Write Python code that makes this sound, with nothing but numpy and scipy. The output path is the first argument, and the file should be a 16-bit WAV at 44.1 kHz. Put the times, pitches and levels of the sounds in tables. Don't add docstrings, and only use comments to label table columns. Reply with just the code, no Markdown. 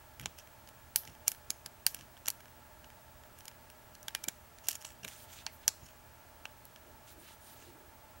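import sys
import numpy as np
from scipy import signal
from scipy.fft import rfft, irfft, next_fast_len
from scipy.io import wavfile

SR = 44100
rng = np.random.default_rng(int(sys.argv[2]) if len(sys.argv) > 2 else 0)


def unload_audio(sound):
    columns = np.transpose(np.atleast_2d(sound))
    steps = np.round(np.clip(columns, -1, 1) * 32767)
    wavfile.write(sys.argv[1], SR, steps.astype(np.int16))


N = 361619
TIME = np.arange(N) / SR

# (f/Hz, level/dB per Hz)
AIR_SPECTRUM = [(20, -12.5), (45, -1.5), (75, 3), (130, -6), (170, -7), (330, -9), (500, -12), (1000, -12),
                (2000, -15), (3000, -18), (3800, -21), (7000, -21.5), (11000, -23), (15800, -23.5)]
# (f/Hz, width/Hz before the fan's widening, relative level/dB)
FAN_MODES = [(616.7, 59, 2.5), (685, 24.5, 0), (877.6, 74, 3), (1118, 130, -8), (1339, 80, -2.5),
             (1671, 80, -4)]
AIR_DB, FAN_DB = -60, -63.5
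# (f/Hz, rms level/dB)
HUM_TONES = [(80.7, -72.5), (120, -73), (240, -79.5), (635, -84)]
# (f/Hz, rms level/dB)
WHINE_TONES = [(11832, -79), (15734.3, -67.5), (15747.5, -72.5)]
# (centre t/s, length/s, peak level/dB, centre f/Hz)
BUMPS_AND_KNOCKS = [(0.244, 0.11, -48, 104), (1.094, 0.07, -54, 105), (1.504, 0.02, -54, 220),
                    (1.665, 0.034, -55, 140), (2, 0.15, -58.5, 90), (2.875, 0.048, -66, 85),
                    (4.283, 0.017, -43.5, 262), (5.051, 0.051, -50, 160), (5.053, 0.016, -53, 347),
                    (5.84, 0.075, -57.5, 95), (6.879, 0.13, -64, 333), (7.174, 0.2, -63, 340),
                    (7.727, 0.44, -62.5, 325)]
# (centre t/s, length/s, peak level/dB, tilt/dB per octave)
SKIN_RUBS = [(5.113, 0.15, -55.5, -3), (5.206, 0.15, -56.5, 2), (5.362, 0.19, -53.5, -1),
             (5.543, 0.077, -61.5, 4), (5.63, 0.099, -64, -2), (7.102, 0.091, -56.5, 2),
             (7.27, 0.2, -57, 0), (7.474, 0.17, -58.5, 3.5), (7.619, 0.22, -59.5, 0.7)]
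# (f/Hz, width/Hz of one filter pass, mean relative level/dB)
SKIN_PEAKS = [(1630, 2600, -1.5), (2980, 2900, 5), (6770, 3300, -1), (9300, 1800, -1.5),
              (13500, 5000, -0.5)]
# (centre t/s, length/s, peak level/dB, centre f/Hz)
SCRAPES_AND_SCUFFS = [(0.236, 0.046, -57, 3480), (0.398, 0.061, -56.5, 5060), (1.084, 0.14, -62, 5430),
                      (1.276, 0.027, -46, 4900), (1.98, 0.2, -62.5, 4500), (3.394, 0.06, -60.5, 9000),
                      (4.667, 0.083, -55.5, 6000), (4.727, 0.11, -47, 6550), (4.86, 0.17, -56.5, 6360),
                      (5.042, 0.03, -46.5, 4500), (5.088, 0.03, -48.5, 7000), (5.866, 0.24, -64.5, 5500),
                      (7.294, 0.055, -62, 2900), (7.635, 0.057, -63, 2600)]
# (t/s, f/Hz, width/Hz of one filter pass, starting level/dB, t60/s)
RINGS_AND_KNOCK = [(.962, 12500, 3000, -37, 0.2), (.962, 5050, 4000, -49, 0.2),
                   (1.283, 12600, 3000, -45, 0.18), (1.868, 13500, 3000, -43, 0.17),
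                   (1.868, 5100, 5000, -43.5, 0.13), (2.286, 11900, 1500, -53, 0.13),
                   (4.151, 2400, 60, -54, 0.17), (4.242, 2330, 50, -46, 0.069),
                   (4.85, 7700, 900, -52, 0.22), (5.469, 2270, 900, -49, 0.16),
                   (5.467, 900, 300, -49, 0.073), (5.681, 6700, 1500, -55, 0.1),
                   (5.83, 6650, 343, -67.5, 0.5)]
# (f/Hz, relative level/dB, t60/s)
LOCK_MODES = [(260, -9, 0.0088), (875, -9, 0.032), (1596, -8, 0.03), (1770, -5, 0.014), (2360, -7, 0.026),
              (2780, 3, 0.0082), (3090, 3, 0.0079), (4440, -10, 0.011), (5220, 1, 0.0073),
              (5720, 8.5, 0.0072), (6610, 4.5, 0.0057), (7300, -22, 0.0096), (8540, -1.5, 0.011),
              (9730, -3.5, 0.011), (11050, 4, 0.013), (11700, -8, 0.022), (11900, 11.5, 0.005),
              (12200, 5, 0.012), (13240, -7, 0.0047), (14220, 10, 0.0058), (16400, -13, 0.0038)]
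REGISTER_EDGES = [120, 600, 2000, 4000, 7500, 11000, 15800]
MEAN_CONTACT_DB = [-15, 1, 7, -0.5, -0.75, -1]
HARDNESS_SHARES = [0, 0.021, 0.067, 0.087, .59, 1]
BODY_SHARES = [0.83, 0.98, 1, 0.058, 0, 0]
# (t/s, strength level/dB, hardness level/dB,
# part passed to the lock's body level/dB, struck part f/Hz, share of sliding before the snap/0-1)
CONTACTS = [(0.198, -52.5, -2.5, -0.5, 1690, 0.1), (0.2139, -61, 6, -1, 2210.0, 0),
            (0.2591, -34.5, -18.5, -6.5, 5830, 0.02), (0.3884, -54.5, -2, -8, 5100, 0.12),
            (0.6754, -56.5, -16, -8, 4770, 0.1), (0.6901, -59, -1, -5, 1640.0, 0.3),
            (0.9604, -30, 5.5, -11, 4740, 0.05), (1.0523, -53.5, -16, -13, 6100, 0),
            (1.0763, -54, -10, -2, 2340, 0.47), (1.281, -27.0, 1.5, -16.5, 5960, 0.1),
            (1.3183, -46, 5.5, -8.5, 5050, 0.06), (1.5049, -30, -8, -18.5, 6530, 0.11),
            (1.662, -43.5, -5.5, -10, 4900, 0.16), (1.8664, -25.5, 1.5, -12.5, 4750, 0.01),
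            (1.947, -48, 6.5, -4.5, 5860, 0.2), (1.9907, -58.5, -13, -5, 5900.0, 0.16),
            (2.0106, -56.5, -14, -4, 6000, 0), (2.1698, -70, -5, 8, 3120, 0.17),
            (2.2597, -43.5, -18, -11, 5850.0, 0.15), (2.2692, -44, -15, -16, 5960.0, 0.1),
            (2.2813, -43.5, 1, -2, 2820.0, 0.4), (2.2842, -35, 4.5, -9, 5960, 0),
            (2.3033, -37.5, -1, -18.5, 4870, 0.01), (2.8457, -61.5, -14, 2, 2750, 0.5),
            (3.4074, -56.5, -14, -6, 5930.0, 0.2), (3.4556, -55.5, 1, -10, 6640, 0.1),
            (3.482, -46, -6.5, -9, 5100, 0.16), (3.7018, -60, 1, -3.5, 2810.0, 0.12),
            (3.953, -53, -10.5, -12, 4360, 0.6), (4.0303, -53.5, -5, -21, 6060.0, 0.15),
            (4.0833, -41.0, -6, -3, 3210, 0.1), (4.1504, -36.5, -3, -3, 1560, 0.08),
            (4.2411, -41.0, -2, -13, 5640, 0.36), (4.2857, -32.5, -5.5, -11, 7080, 0.2),
            (4.5866, -57, -11, -9, 7020.0, 0.1), (4.6863, -33.0, 3.5, -12.5, 6600, 0.01),
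            (4.69, -36.5, -5, -11.5, 5800.0, 0.37), (4.698, -47, 2, -18, 6890.0, 0.15),
            (4.716, -46, 2, -25, 4660.0, 0.1), (4.731, -46, -8, -14, 6700, 0.29),
            (4.7554, -43, -5, -14, 6700, 0.6), (4.8248, -55.5, -7, -9, 6540, 0.3),
            (4.8508, -42, -11.5, -8, 2770.0, 0.44), (5.0489, -48, -3, 2, 2700, 0.46),
            (5.0807, -51, -7, -1.5, 6900, 0.1), (5.4662, -33, -26, -12, 4470, 0.07),
            (5.6802, -19.5, -12.5, -18.5, 5870, 0.02), (5.861, -55.5, -25, -17, 5570.0, 0.05),
            (6.4551, -50, -17, 6, 2730, 0.06), (6.654, -64, 11.5, -15, 4380, 0.03),
            (6.7613, -60, -9, 0, 3030.0, 0.15)]
PICK_HZ, PICK_OCTAVES_PER_DB = 10500, -0.15


def amp(db):
    return 10 ** (np.asarray(db) / 20)


def unit(x):
    return x / np.sqrt(np.mean(x ** 2) + 1e-30)


def add(track, s, x):
    i = max(int(round(s * SR)), 0)
    track[i:i + len(x)] += x[:max(N - i, 0)]


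def resonate(x, hz, width_hz):
    b, a = signal.iirpeak(min(hz, .45 * SR), hz / min(width_hz, .4 * SR), fs=SR)
    once = signal.lfilter(b, a, x)
    return signal.lfilter(b, a, once)


def colour(x, points):
    hz, db = np.transpose(points)
    size = next_fast_len(len(x))
    f = np.maximum(np.fft.rfftfreq(size, 1 / SR), 1)
    gain = amp(np.interp(np.log(f), np.log(hz), db))
    return irfft(rfft(x, size) * gain, size)[:len(x)]


def tilt(x, db_per_octave):
    return colour(x, [(1500, 0), (12000, 3 * db_per_octave)])


def even_out(x, share):
    spectrum = rfft(x)
    flattening = (np.abs(spectrum) + 1e-9) ** np.clip(share, 0, 1)
    return unit(irfft(spectrum / flattening, len(x)))


def walk(rate):
    knots = rng.standard_normal(int(N / SR * rate) + 2)
    return np.interp(TIME * rate, np.arange(len(knots)), knots)


def grains(n, spread_db, size=16):
    grain_db = spread_db * np.repeat(rng.standard_normal(n // size + 1), size)[:n]
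    return unit(rng.standard_normal(n) * amp(grain_db))


def stroke(track, s, length, db, x):
    n = int(length * SR)
    i = max(int(s * SR) - n // 2, 0)
    swell = np.sin(np.linspace(0, np.pi, n))
    out = np.zeros(N)
    out[i:i + n] = amp(db) * unit(x[i:i + n]) * swell
    return track + out


def room_air(sides, bass_pan_db=-7.0):
    air, air_side = (amp(AIR_DB) * unit(colour(rng.standard_normal(N), AIR_SPECTRUM)) for _ in range(2))
    air_side = colour(air_side, [(60, -12), (200, -5), (500, -9), (1300, -10),
                                 (3000, -19.0), (8000, -8), (13000, -23)])
    rumble = colour(air, [(100, 2.5), (200, -27), (600, -35)])
    pan = np.tanh(bass_pan_db * np.log(10) / 40)
    return air + sides * (air_side + pan * rumble)


def fan_drone(sides, side_db=-10, pan_db=-2.5, widening=1.34):
    fan, fan_side = (unit(sum(amp(db) * resonate(flow, hz, widening * width) for hz, width, db in FAN_MODES))
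                     for flow in rng.standard_normal((2, N)))
    level = amp(FAN_DB + 0.62 * walk(17) + sides * pan_db / 2)
    return level * (fan + sides * amp(side_db) * fan_side)


def hum(waver_db=1.5, wander_hz=1.313):
    out = np.zeros(N)
    for hz, db in HUM_TONES:
        level = np.sqrt(2) * amp(db + waver_db * walk(11.0))
        phase = 2 * np.pi * np.cumsum(hz + wander_hz * walk(10)) / SR
        out += level * np.sin(phase)
    return out


def whine():
    return sum(np.sqrt(2) * amp(db) * np.sin(2 * np.pi * hz * TIME) for hz, db in WHINE_TONES)


def background():
    sides = np.array([[1], [-1]])
    return room_air(sides) + fan_drone(sides) + hum() + whine()


def room(x, bench_s=0.01, bench_db=-24, near_db=-19, near_t60=0.024, tail_db=-23, tail_t60=0.33):
    t = TIME[:SR // 2]
    out = []
    shared = rng.standard_normal(len(t))
    for _ in range(2):
        diffuse = unit(shared + 0.37 * rng.standard_normal(len(t))) * (t > .003)
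        response = np.zeros(len(t))
        for db, t60 in ((near_db, near_t60), (tail_db, tail_t60)):
            decay = np.exp(-np.log(1000) * t / t60)
            response += amp(db) * unit(diffuse * decay) / np.sqrt(len(t))
        response[int(bench_s * SR)] += amp(bench_db)
        out.append(signal.fftconvolve(x, response)[:N])
    return np.array(out)


def bumps_and_knocks():
    out, push = np.zeros(N), rng.standard_normal(N)
    for s, length, db, hz in BUMPS_AND_KNOCKS:
        out = stroke(out, s, length, db, resonate(push, hz, 142))
    return out


def rubbing(catch_db=2.0, drift_db=3.5):
    skin = np.zeros(N)
    for hz, width, db in SKIN_PEAKS:
        skin += amp(db + drift_db * walk(20)) * resonate(grains(N, spread_db=3.5), hz, width)
    skin = skin * amp(catch_db * walk(60))
    out = np.zeros(N)
    for s, length, db, slope in SKIN_RUBS:
        out = stroke(out, s, length, db, tilt(skin, slope))
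    return out


def scrapes_and_scuffs(width_share=1.5, modes_db=-9, catch_db=6.5):
    slips = grains(N, spread_db=6.5) * amp(catch_db * walk(170))
    ringing = sum(amp(db) * resonate(slips, hz, 4 / t60) for hz, db, t60 in LOCK_MODES if hz < SR / 4)
    rasp = colour(unit(slips) + amp(modes_db) * unit(ringing),
                  [(1500, 12), (2800, 8), (4000, -2), (9000, -1.0), (12500, 4), (15000, 4)])
    out = np.zeros(N)
    for s, length, db, hz in SCRAPES_AND_SCUFFS:
        out = stroke(out, s, length, db, resonate(rasp, hz, width_share * hz))
    return out


def rings_and_knock():
    out, t = np.zeros(N), TIME[:SR // 3]
    for s, hz, width_hz, db, t60 in RINGS_AND_KNOCK:
        cluster = unit(resonate(rng.standard_normal(SR), hz, width_hz)[-len(t):])
        decay = np.exp(-np.log(1000) * t / t60)
        add(out, s, amp(db) * cluster * decay)
    return out


def contact_force(t, favoured_hz, slide, rebound, rebound_s=.0006, rise_s=0.00056, snap_s=0.00025,
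                  slide_s=0.0028, rattle_db=-22, rattle_s=0.0038):
    since = t - .005
    away = np.abs(since)
    chatter = amp(rattle_db) * np.exp(-away / rattle_s)
    blow = np.where(since < 0, np.exp(-away / rise_s), np.exp(-away / snap_s) + chatter)
    slip = (since < 0) * np.exp(-away / slide_s)
    share = np.clip(slide, 0, .8)
    pressure = np.sqrt((1 - share) * unit(blow) ** 2 + share * unit(slip) ** 2)
    force = even_out(rng.standard_normal(len(t)) * pressure, share=0.29)
    force = force * np.minimum(6 * pressure / pressure.max(), 1)
    swings = max(round(rebound_s * favoured_hz[0]), 1)
    return force + rebound * np.roll(force, int(round(swings * SR / favoured_hz[0])))


def lock_body(t, favoured_hz, crack_db, low_db, high_db, scatter_db=3):
    hz, db, t60 = np.transpose(LOCK_MODES)
    chance = rng.standard_normal((len(LOCK_MODES), 2))
    mode_hz = hz * (1 + .012 * chance[:, 0])
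    modes = np.cos(2 * np.pi * mode_hz[:, None] * t) * amp(-60 * t / t60[:, None])
    body = amp(db + scatter_db * chance[:, 1]) @ modes
    damping = amp(-60 * t / .0042)
    body = body + amp([low_db, high_db]) @ np.cos(2 * np.pi * np.outer(favoured_hz, t)) * damping
    body[0] += amp(crack_db) * np.sqrt(np.sum(body ** 2))
    return body


def click(register_db, favoured_hz, slide, crack_db, low_db, high_db, rebound):
    t = np.arange(2048) / SR
    force = contact_force(t, favoured_hz, slide, rebound)
    body = lock_body(t, favoured_hz, crack_db, low_db, high_db)
    sound = signal.fftconvolve(force, body)[:len(t)]
    out = 0
    for lo, hi, level_db in zip(REGISTER_EDGES, REGISTER_EDGES[1:], register_db):
        band = signal.butter(4, [lo, hi], "band", fs=SR, output="sos")
        part = signal.sosfilt(band, sound)
        out = out + amp(level_db) * unit(part) * np.sqrt(.005 / t[-1])
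    return out


def fidgeting(count=18, first_s=.1, last_s=4.8, level_db=-65, spread_db=2):
    out = np.zeros(N)
    softness_db = np.array([-22, 6, 3.5, -0.5, -9, -3])
    for when, strength, mode in rng.random((count, 3)):
        hz = LOCK_MODES[int(mode * len(LOCK_MODES) / 2) + len(LOCK_MODES) // 4][0]
        register_db = level_db + spread_db * (2 * strength - 1) + softness_db
        tick = click(register_db, [hz, 2 * hz], .2, crack_db=-24, low_db=8, high_db=0, rebound=0.23)
        add(out, first_s + when * (last_s - first_s), tick)
    return out


def picking(crack_db, low_db, high_db, rebound, lead_s=.0054):
    out = np.zeros(N)
    for s, db, hardness_db, body_db, part_hz, slide in CONTACTS:
        hardness_lift_db = hardness_db * np.array(HARDNESS_SHARES)
        body_lift_db = body_db * np.array(BODY_SHARES)
        register_db = db + np.array(MEAN_CONTACT_DB) + hardness_lift_db + body_lift_db
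        pick_hz = PICK_HZ * 2 ** (PICK_OCTAVES_PER_DB * hardness_db)
        snap = click(register_db, [part_hz, pick_hz], slide, crack_db, low_db, high_db, rebound)
        add(out, s - lead_s, snap)
    return out


def scene():
    scrapes = scrapes_and_scuffs()
    close = picking(crack_db=-43, low_db=15.5, high_db=9.5, rebound=0.19)
    close = close + fidgeting() + scrapes + rings_and_knock() + rubbing() + bumps_and_knocks()
    radiated = picking(crack_db=2, low_db=7, high_db=3, rebound=0.085) + scrapes
    left = colour(close, [(200, -2.3), (700, -1.0), (2400, -4.5), (5000, -1.5),
                          (8200, -3.0), (12500, -0.8), (16000, 0)])
    right = colour(close, [(200, 0.0), (700, 2.5), (2400, -1.5), (5000, 1.8),
                           (8200, 3.5), (12500, 0.5), (16000, -0.5)])
    return np.array([left, right]) + room(radiated) + background()


def record(dry):
    return signal.sosfilt(signal.ellip(10, .1, 80, 16000, fs=SR, output="sos"), dry)


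dry = scene()
out = record(dry)
unload_audio(out)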